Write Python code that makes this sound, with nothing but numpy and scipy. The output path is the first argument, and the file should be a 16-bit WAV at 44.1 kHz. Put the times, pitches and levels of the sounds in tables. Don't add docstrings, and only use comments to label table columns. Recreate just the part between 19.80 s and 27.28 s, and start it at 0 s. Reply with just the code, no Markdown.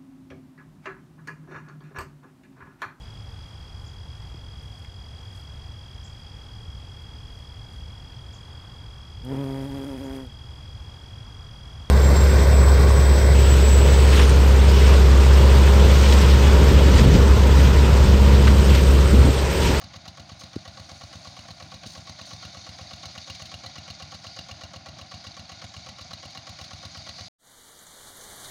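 import sys
import numpy as np
from scipy import signal
from scipy.fft import rfft, irfft
from scipy.io import wavfile

SR = 44100
rng = np.random.default_rng(int(sys.argv[2]) if len(sys.argv) > 2 else 0)


def transcribe(signal):
    frames = np.atleast_2d(signal).T
    limited = np.clip(frames, -1, 1)
    pcm = np.round(limited * 32767).astype(np.int16)
    wavfile.write(sys.argv[1], SR, pcm)


N = 330044
TIME = np.arange(N) / SR


def from_db(db):
    return 10 ** (np.asarray(db) / 20)


def drift(rate):
    pole = np.exp(-40 * np.pi * rate / SR)
    slow = signal.lfilter([1], [1, -2 * pole, pole * pole], rng.standard_normal(N // 20 + 2002))[2000:]
    return np.interp(np.arange(N) / 20, np.arange(len(slow)), slow / slow.std())


def grit(grain_db, rate):
    grains = rng.standard_normal(N) * from_db(grain_db * np.clip(drift(rate), -2.5, 2.5))
    return grains / grains.std()


def butter(x, hz, kind, order=2):
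    return signal.sosfilt(signal.butter(order, hz, kind, fs=SR, output="sos"), x + 1e-18)


def colour(x, spectrum, resonances=(), size=8192):
    hz = np.maximum(np.fft.rfftfreq(size, 1 / SR), 1)
    points, levels = np.transpose(spectrum)
    db = np.interp(np.log(hz), np.log(points), levels)
    for centre, width, lift_db in resonances:
        db = db + lift_db / (1 + (2 * (hz - centre) / width) ** 2)
    cepstrum = irfft(np.log(from_db(db)))
    cepstrum[1:size // 2] *= 2
    cepstrum[size // 2 + 1:] = 0
    return signal.oaconvolve(x, irfft(np.exp(rfft(cepstrum))))[:N]


def repeat(times, gains, shape):
    out = np.zeros(N)
    for s, gain in zip(times, gains):
        start = int(np.clip(s * SR, 0, N - 1))
        out[start:start + len(shape)] += gain * shape[:N - start]
    return out


def burst(rise, hold, decay):
    t = TIME[:SR // 10]
    return (1 - np.exp(-t / rise)) * np.exp(-np.maximum(t - hold, 0) / decay)


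def ringing(hz, t60):
    t = TIME[:SR // 5]
    return np.sin(2 * np.pi * hz * t) * from_db(-60 * t / t60)


def field_echoes(x, scatter_db, t60, dull_hz):
    tail = rng.standard_normal(SR // 2) * from_db(-60 * TIME[:SR // 2] / t60)
    response = from_db(scatter_db) * tail / np.linalg.norm(tail)
    for delay_s, db in [(.0355, -23.5), (.048, -14)]:
        response[int(delay_s * SR)] += from_db(db)
    return butter(signal.oaconvolve(x, response)[:N], dull_hz, "low", order=1)


# start and end in seconds, centre in Hz, level in dB.
INSECT_BUZZES = [(2.07, 2.253, 7400, -53), (2.46, 2.56, 5950, -52), (2.76, 2.87, 6000, -55),
                 (4.418, 4.656, 4860, -51), (5.272, 5.499, 4800, -54.5), (5.85, 6.03, 7250, -55),
                 (6.214, 6.37, 7300, -60), (7.134, 7.479, 4790, -52.5)]

def insects():
    out, rasp = np.zeros(N), grit(grain_db=0, rate=100)
    for start, end, hz, db in INSECT_BUZZES:
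        buzz = signal.lfilter(*signal.iirpeak(hz, Q=16, fs=SR), rasp)
        swell = np.clip(np.minimum(TIME - start, end - TIME) / 0.015, 0, 1)
        out += from_db(db) * swell * buzz / buzz.std()
    return out


# time in seconds, push in dB, ring in dB.
CLOSE_BUMPS = [(0.4224, -48, -56), (0.7653, -18, -27), (2.0655, -36, -26)]

def bumps(width_s):
    times, push_db, ring_db = np.transpose(CLOSE_BUMPS)
    u = (TIME[:SR // 20] - 4 * width_s) / width_s
    push = (u ** 2 - 1) * np.exp(-u ** 2 / 2)
    ring = repeat(times + 0.0042, from_db(ring_db), ringing(hz=110, t60=0.036))
    return repeat(times - 4 * width_s, from_db(push_db), push) + butter(ring, 48, "high")


# frequency in Hz, gain in dB.
GEAR_EQ = [(20, -84.5), (50, -49), (105, -31), (170, -33), (240, -42.5), (320, -41), (440, -66.5),
           (560, -43), (680, -35.5), (790, -37.5), (900, -48.5), (1500, -48.5), (3000, -50.5), (8000, -74)]

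def running_gear():
    return colour(grit(grain_db=2, rate=41), GEAR_EQ, resonances=[(1040, 67, 4.8), (1427, 56, 9.3)])


# time in seconds, churn in dB, spray contour in dB.
WHEEL_LEVELS = [(0.0, -52, -75.5), (0.79, -52.5, -71.5), (1.15, -50, -67.5), (2.04, -50, -70.5),
                (2.29, -49, -71.5), (2.62, -46.5, -70.5), (3.1, -47, -70), (3.52, -45.5, -71),
                (3.79, -47.5, -71), (3.98, -46.5, -81), (4.46, -48, -71), (5.04, -51.5, -78),
                (5.37, -48.5, -73), (6.44, -47, -80), (6.75, -47.5, -73), (7.48, -45.5, -68)]
# frequency in Hz, gain in dB.
CHURN_EQ = [(400, -15), (1000, -9.5), (1700, -7), (2250, 4.5), (2700, -5), (3500, 2.5), (6500, 3),
            (8500, -1), (15000, -14)]
SPRAY_EQ = [(3000, 2), (6500, 21), (8500, 24.5), (11000, 19.5), (15000, 17.5)]
# centre in Hz, width in Hz, lift in dB.
HISS_PEAKS = [(3725, 134, 3.5), (4510, 160, 3), (4866, 160, 10.5), (6000, 120, 6), (6550, 110, 4)]

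def wheels(churn_trim_db, spray_db, spray_swing):
    times, churn_db, contour_db = np.transpose(WHEEL_LEVELS)
    flow = from_db(np.interp(TIME, times, churn_db) + drift(20.1))
    wash = grit(grain_db=1.6, rate=80) + .45 * drops(pitches=48)
    churn = from_db(churn_trim_db) * colour(wash * flow, CHURN_EQ, HISS_PEAKS)
    mist_db = spray_db + spray_swing * (contour_db - contour_db.mean())
    mist = grit(grain_db=3.6, rate=500) * from_db(np.interp(TIME, times, mist_db))
    return churn + colour(mist, SPRAY_EQ, resonances=[(8950, 200, 1.3)])


def drops(pitches):
    out = np.zeros(N)
    for hz in np.geomspace(2000, 7000, pitches):
        places, sizes = rng.random((30, 2)).T
        out += repeat(places * N / SR, from_db(12 * sizes - 7), ringing(hz, t60=.028))
    return out


# start in seconds, level in dB, decay in seconds.
MUD_SPLASHES = [(0.591, -47.5, 0.049), (2.063, -39.5, 0.071), (2.455, -46, 0.086), (6.802, -49, 0.031)]
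# frequency in Hz, gain in dB.
SPLASH_EQ = [(500, -26), (2000, -7), (4500, 4), (6000, 4.5), (7500, 7), (11000, 6.5), (15000, 7)]

def splashes():
    envelope = sum(from_db(db) * (TIME > start) * np.exp(-np.abs(TIME - start) / decay)
                   for start, db, decay in MUD_SPLASHES)
    fizz = grit(grain_db=3, rate=110) * envelope
    return colour(fizz, SPLASH_EQ, resonances=[(8900, 170, 12), (6300, 200, 7.7)])


# start in seconds, level in dB.
STEEL_CLACKS = [(3.548, -38.5), (3.655, -36.5), (6.504, -42), (6.84, -36.5)]

def clacks():
    times, db = np.transpose(STEEL_CLACKS)
    envelope = repeat(times, from_db(db), burst(0.00044, 0.0056, 0.0098))
    return butter(rng.standard_normal(N) * envelope, 2100, "high")


# time in seconds, firings per second.
FIRING_RATE = [(0.0, 8.139), (0.25, 8.464), (0.68, 8.303), (1.47, 8.461), (1.67, 8.565), (2.73, 8.377),
               (3.1, 8.171), (3.67, 8.285), (4.07, 8.297), (4.73, 8.108), (5.28, 7.822), (5.88, 8.126),
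               (6.07, 8.109), (6.73, 8.42), (6.92, 8.284), (7.48, 8.614)]

def firings():
    rate = np.interp(TIME, *np.transpose(FIRING_RATE))
    cycles = np.cumsum(rate) / SR
    opens = np.interp(np.arange(.314, cycles[-1]), cycles, TIME)
    return opens, 1 / np.interp(opens, TIME, rate)


# time in seconds, bark level in dB.
ENGINE_LOAD = [(0.0, -43.5), (0.28, -37.5), (0.5, -42.5), (1.55, -42), (2.55, -40), (3.0, -43),
               (3.26, -36.5), (4.15, -37.5), (4.85, -39), (5.35, -42.5), (5.96, -40.5), (6.33, -37),
               (6.6, -38.5), (7.1, -40), (7.3, -37.5), (7.48, -43)]
USUAL_BARK_DB = -41

def strengths(opens, period):
    bark_scatter, knock_scatter, shell_scatter = rng.standard_normal((len(opens), 3)).T
    load_db = np.interp(opens, *np.transpose(ENGINE_LOAD))
    knock_db = -45.5 - 2 * np.maximum(1 - opens / 2.7, 0)
    sag_hz = 8.3 - 1 / period
    shell_db = -47 + 2 * (load_db - USUAL_BARK_DB) + 21 * sag_hz
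    return load_db + bark_scatter, knock_db + 0.17 * knock_scatter, shell_db + 4.5 * shell_scatter


def intake(opens, period):
    level = from_db(rng.normal(-42, 2, len(opens)))
    starts = opens + .265 * period + rng.normal(0, 0.0015, len(opens))
    gulp = np.sin(2 * np.pi * 180 * TIME[:SR // 10]) * burst(0.0064, 0.0061, 0.0039)
    return butter(repeat(starts, level, gulp), 132, "high")


def valve_tick(opens, period):
    level = from_db(rng.normal(-47, 4, len(opens)))
    envelope = repeat(opens + .24 * period, level, burst(.0001, 0.00031, 0.0013))
    return butter(rng.standard_normal(N), 5700, "high") * envelope


# delay in seconds, half width in seconds, level in dB.
PIPE_PUFFS = [(.0038, 0.0023, -38), (0.0155, 0.0022, -35.5), (0.024, .0022, -48)]
# pitch in Hz, level in dB, t60 in seconds.
SILENCER_NOTES = [(216, -46.5, 0.087), (265, -46.5, 0.036), (693, -41.5, 0.018)]

def exhaust_thump(opens):
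    strength = from_db(rng.normal(0, 1.4, len(opens)))
    pressure = np.zeros(N)
    for delay, width, db in PIPE_PUFFS:
        u = (TIME[:SR // 20] - delay) / width
        swing = u * np.exp(-u ** 2 / 2)
        pressure += repeat(opens + rng.normal(0, 0.00028, len(opens)), strength * from_db(db), swing)
    for hz, db, t60 in SILENCER_NOTES:
        level = from_db(rng.normal(db, 2, len(opens)))
        pressure -= repeat(opens + 0.0017, level, ringing(hz, t60))
    return butter(pressure, 61, "high")


# frequency in Hz, gain in dB.
BARK_EQ = [(100, 5), (430, -17.5), (600, 3.5), (950, -4), (1600, -5), (2600, -3.5), (4200, 0), (6500, 2.5),
           (9000, 2), (15000, 1)]
# centre in Hz, width in Hz, lift in dB.
SILENCER_RESONANCES = [(730, 200, 6.5), (1110, 114, 11.5), (1330, 190, 2), (1970, 46, 12), (2950, 330, 5.5),
                       (4026, 410, 8)]

def exhaust_bark(opens, bark_db, shell_db):
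    envelope = burst(0.00048, 0.0056, 0.0051) + from_db(-4.5) * burst(0.00022, 0.00069, 0.0004)
    jet = grit(grain_db=3.5, rate=2100) * repeat(opens, from_db(bark_db), envelope)
    hiss_db = bark_db - 4.5 + 0.89 * (bark_db - USUAL_BARK_DB)
    hiss = rng.standard_normal(N) * repeat(opens, from_db(hiss_db), envelope)
    shell = repeat(opens + 0.00197, from_db(shell_db), ringing(hz=2834, t60=0.032))
    return colour(jet, BARK_EQ, SILENCER_RESONANCES) + butter(hiss, 9500, "high", order=4) + shell


# frequency in Hz, gain in dB.
KNOCK_EQ = [(40, -21.5), (150, 11.5), (300, 3), (450, -17), (540, 10.5), (930, 0.5), (1200, 9.5),
            (2400, 4.5), (2700, -1.5), (3500, 0.5), (6500, 5), (11000, -1.5), (15000, -1)]
# centre in Hz, width in Hz, lift in dB.
BLOCK_RESONANCES = [(528.3, 26.6, 14), (641, 28, 10), (766, 67, 9.5), (1136, 70, 5), (1285, 17, 8),
                    (1385, 20, 9.5), (1600, 120, -1), (1940, 69, 8), (2240, 68, 5), (2410, 97, 5.5),
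                    (2915, 190, 11), (3230, 310, 9.5)]
# pitch in Hz, relative level in dB.
BLOCK_MODES = [(526, -3.5), (645, -13), (765, -2.5), (1116, 0.5), (1305, -12), (1418, -10.5)]

def combustion_knock(opens, period, knock_db):
    fires = opens - .207 * period
    level = from_db(knock_db)
    body = butter(grit(grain_db=1, rate=280), 3970, "low", order=4)
    body *= repeat(fires, level * from_db(-1), burst(0.00034, 0.01, 0.0052))
    crack = butter(grit(grain_db=-2, rate=1100), 3760, "high", order=4)
    crack *= repeat(fires, level * from_db(4.5), burst(0.0002, 0.0025, 0.01))
    modes = sum(from_db(db) * np.sin(2 * np.pi * hz * TIME[:SR // 10]) for hz, db in BLOCK_MODES)
    ring = repeat(fires + 0.001967, level * from_db(-1), modes * burst(0.0013, 0.012, 0.0035))
    return colour(body + crack, KNOCK_EQ, BLOCK_RESONANCES) + butter(ring, 470, "high")


def scene():
    opens, period = firings()
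    bark_db, knock_db, shell_db = strengths(opens, period)
    exhaust = exhaust_bark(opens, bark_db, shell_db) + exhaust_thump(opens)
    knock = combustion_knock(opens, period, knock_db)
    engine = knock + exhaust + valve_tick(opens, period) + intake(opens, period)
    echoes = field_echoes(engine, scatter_db=-14.5, t60=0.36, dull_hz=4040)
    tilling = running_gear() + wheels(churn_trim_db=-1, spray_db=-74.5, spray_swing=1.5)
    tilling += splashes() + clacks()
    return (engine + echoes + tilling + insects() + bumps(width_s=0.00093))[None]


# frequency in Hz, gain in dB.
MICROPHONE_EQ = [(3350, 0), (3750, 4.5), (4450, 7), (4900, -1), (5150, 1), (6200, -3), (6550, -1),
                 (7000, -10), (8100, -20.5), (9000, -15), (10500, -19.5), (13600, -32), (14600, -20.5),
                 (15700, -24)]

def record(dry):
    heard = colour(butter(dry[0], 37, "high"), MICROPHONE_EQ)
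    top_cut = signal.ellip(12, .1, 80, 15900, fs=SR, output="sos")
    return signal.sosfilt(top_cut, heard)[None]


dry = scene()
out = record(dry)
transcribe(out)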